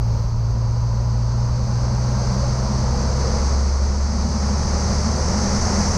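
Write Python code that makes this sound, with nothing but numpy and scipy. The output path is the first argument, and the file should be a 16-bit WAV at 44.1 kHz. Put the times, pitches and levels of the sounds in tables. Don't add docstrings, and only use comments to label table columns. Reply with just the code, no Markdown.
import sys
import numpy as np
from scipy import signal
from scipy.fft import rfft, irfft, next_fast_len
from scipy.io import wavfile
from scipy.ndimage import uniform_filter1d, minimum_filter1d

SR = 44100
rng = np.random.default_rng(int(sys.argv[2]) if len(sys.argv) > 2 else 0)


def store_wav(level_fs):
    pcm = np.round(np.clip(np.atleast_2d(level_fs), -1, 1) * 32767)
    wavfile.write(sys.argv[1], SR, pcm.T.astype(np.int16))


N = 263277


def from_db(db):
    return 10 ** (np.asarray(db) / 20)


def bell(hz, centre_hz, width_hz):
    return 1 / (1 + ((hz - centre_hz ** 2 / hz) / width_hz) ** 2)


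def swell(peak_s, spread_s):
    return np.exp(-.5 * ((np.arange(N) / SR - peak_s) / spread_s) ** 2)


def noise(gain_at):
    size = next_fast_len(N)
    hz = np.maximum(np.fft.rfftfreq(size, 1 / SR), 1)
    coloured = irfft(rfft(rng.standard_normal(size)) * gain_at(hz), size)[:N]
    return coloured / np.sqrt(np.mean(coloured ** 2) + 1e-20)


def drift(rate_hz):
    return noise(lambda hz: 1 / (1 + (hz / rate_hz) ** 2) ** 2)


def throb(blade_phase, depth):
    return 1 + depth * np.cos(blade_phase / 2)


def drone(blade_hz, blade_phase, effort):
    # multiple of the blade rate, relative level/dB
    tones = [(1, 1), (2, -9.5), (3, -19.5), (5, -25.5), (11, -29.5)]
    # f/Hz, width/Hz, gain/dB
    cabin = [(58.5, 1.3, 3), (69, 4.9, 11), (118.1, 28.6, 18), (138.4, 6, -12.5)]
    out = 0
    for multiple, tone_db in tones:
        cabin_db = sum(db * bell(multiple * blade_hz, centre, width) for centre, width, db in cabin)
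        waver_db = 0.15 * drift(rate_hz=9.2)
        tone = np.sin(multiple * blade_phase + rng.uniform(0, 2 * np.pi))
        out += from_db(tone_db + cabin_db + waver_db) * tone
    return np.sqrt(2) * from_db(-27.5 + 6 * effort) * out


def air(spectrum):
    # f/Hz, width/Hz, gain/dB
    cavities = [(361.5, 46, 4.5), (508, 41, 3), (563, 34, 2.5), (762, 51, -1.5), (825, 30, 5.5),
                (950, 62, 1.5), (4640, 180, 1.5), (5270, 57, 1), (6260, 220, 2), (10200, 300, 6)]
    points_hz, points_db = np.transpose(spectrum)

    def colour(hz):
        broad_db = np.interp(np.log(hz), np.log(points_hz), points_db, left=-90, right=-90)
        cavity_db = sum(db * bell(hz, centre, width) for centre, width, db in cavities)
        return from_db(broad_db + cavity_db)
    return noise(colour)


def buffeting(effort):
    # f/Hz, level/dB
    rumble = [(8, -19.5), (16, -6), (40, 0), (85, -1.5), (115, -0.5), (135, -9), (155, -15), (260, -26.5),
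              (500, -63)]
    boom = from_db(-10) * noise(lambda hz: bell(hz, centre_hz=69.1, width_hz=4.4))
    return from_db(-26.5 + 7.5 * effort) * (air(rumble) + boom)


def roof_panels(blade_phase, effort):
    # f/Hz, width/Hz, relative level/dB
    modes = [(160, 65, -6), (199.7, 29, 3.5), (227.8, 15.6, -2.5)]
    drumming = noise(lambda hz: sum(from_db(db) * bell(hz, centre, width) for centre, width, db in modes))
    return from_db(-37 + 17.5 * effort) * drumming * throb(blade_phase, depth=0.072)


def rush(slow, fast, pace):
    return np.sqrt(1 - pace) * air(slow) + np.sqrt(pace) * air(fast)


def windscreen_roar(blade_phase, pace, effort):
    # f/Hz, level/dB
    slow = [(180, 2.5), (270, -7), (320, -7), (400, -2.5), (520, 0), (650, -0.5), (760, -4), (950, -1),
            (1150, -3.5), (1450, -9.5), (1700, -16.5), (2300, -19.5), (3200, -27), (5000, -47)]
    fast = [(180, -1.5), (270, -2.5), (320, -7), (400, -1.5), (520, -2.5), (700, -1.5), (1000, -3.5),
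            (1380, -5.5), (1580, -11.5), (2000, -12), (2500, -20), (3200, -28.5), (5000, -43.5)]
    gain = from_db(-39 + 18 * effort + 0.29 * drift(rate_hz=18))
    return gain * rush(slow, fast, pace) * throb(blade_phase, depth=0.055)


def seal_hiss(pace, effort):
    # f/Hz, level/dB
    slow = [(2800, -26), (3500, -17), (3850, -12), (4200, -4), (4600, 0.5), (5500, -2.5), (6300, -0.5),
            (6900, -14), (7600, -17), (8700, -20.5), (10200, -34.5), (11200, -44.5)]
    fast = [(2800, -26.5), (3500, -23), (4100, -13.5), (4700, -5), (5500, -0.5), (6300, -1), (7000, -12.5),
            (7600, -15.5), (8600, -20.5), (10200, -30.5), (11000, -37.5), (13800, -45), (15000, -47)]
    gain = from_db(-47.5 + 25 * effort + 0.29 * drift(rate_hz=25))
    return gain * rush(slow, fast, pace)


def thin_hiss(effort):
    # f/Hz, level/dB
    spectrum = [(10000, -19), (11200, -9.5), (12500, 0), (13700, -3), (15000, -13), (17000, -33)]
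    return from_db(-71 + 2 * effort) * air(spectrum)


def howls(widening=1.8):
    # t/s, spread/s, f/Hz, width before widening/Hz, level/dB
    notes = [(1, 0.46, 986, 40, -43), (2.1, 0.42, 1572, 35.2, -49.5), (2.4, 0.21, 566, 45.3, -36.5),
             (2.85, 0.38, 960, 70, -40), (3.2, 0.26, 487, 50.3, -33.5), (5.28, 0.12, 500, 40, -31)]
    out = 0
    for peak_s, spread_s, centre, width, db in notes:
        note = noise(lambda hz: bell(hz, centre, widening * width))
        out += from_db(db) * swell(peak_s, spread_s) * note
    return out


def level_swings():
    # t/s, spread/s, buffeting/dB, panels/dB, slipstream/dB
    swings = [(.1, 0.43, 6, -2.5, 0.8), (.85, 0.15, 1, -4.5, 0.2), (2.3, 0.41, -1.5, 1, 1.24),
              (3.8, 0.13, 2, -4, 0.3), (4.25, 0.14, 0.5, 4.5, 0.2)]
    return from_db(sum(np.outer(db, swell(peak_s, spread_s)) for peak_s, spread_s, *db in swings))


def scene():
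    # t/s, blade-pass f/Hz
    speed = [(0.0, 56.5), (1.1, 58.4), (2.9, 63.9), (3.45, 68.0), (5.0, 73.2), (5.97, 79.9)]
    blade_hz = np.interp(np.arange(N) / SR, *np.transpose(speed))
    blade_phase = 2 * np.pi * np.cumsum(blade_hz) / SR
    pace = (blade_hz - blade_hz.min()) / np.ptp(blade_hz)
    effort = np.sqrt(pace)
    buffet_swing, panel_swing, slipstream_swing = level_swings()
    hull = buffet_swing * buffeting(effort) + panel_swing * roof_panels(blade_phase, effort)
    slipstream = windscreen_roar(blade_phase, pace, effort) + seal_hiss(pace, effort)
    slipstream += howls() + thin_hiss(effort)
    return (drone(blade_hz, blade_phase, effort) + hull + slipstream_swing * slipstream)[None]


def gain_control(x, hold_db, lag_s):
    pole = np.exp(-1 / (lag_s * SR))
    power = signal.lfilter([(1 - pole) ** 2], [1, -2 * pole, pole * pole], x ** 2)
    return x / np.sqrt(np.maximum(power / from_db(hold_db) ** 2, 1))


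def limiter(x, ceiling_db, release_db_per_s):
    over_db = np.maximum(20 * np.log10(np.abs(x) + 1e-9) - ceiling_db, 0)
    ramp = release_db_per_s * np.arange(N) / SR
    gain_db = ramp - np.maximum.accumulate(over_db + ramp, axis=-1)
    return x * from_db(uniform_filter1d(minimum_filter1d(gain_db, size=300), size=300))


def record(dry):
    steady = gain_control(dry, hold_db=-18.5, lag_s=0.11)
    bass = signal.sosfiltfilt(signal.butter(2, 280, fs=SR, output="sos"), steady)
    limited_bass = limiter(from_db(0.7) * bass, ceiling_db=-13.0, release_db_per_s=112)
    top_cut = signal.ellip(10, .1, 80, 15100, fs=SR, output="sos")
    return signal.sosfilt(top_cut, steady - bass + limited_bass)


dry = scene()
out = record(dry)
store_wav(out)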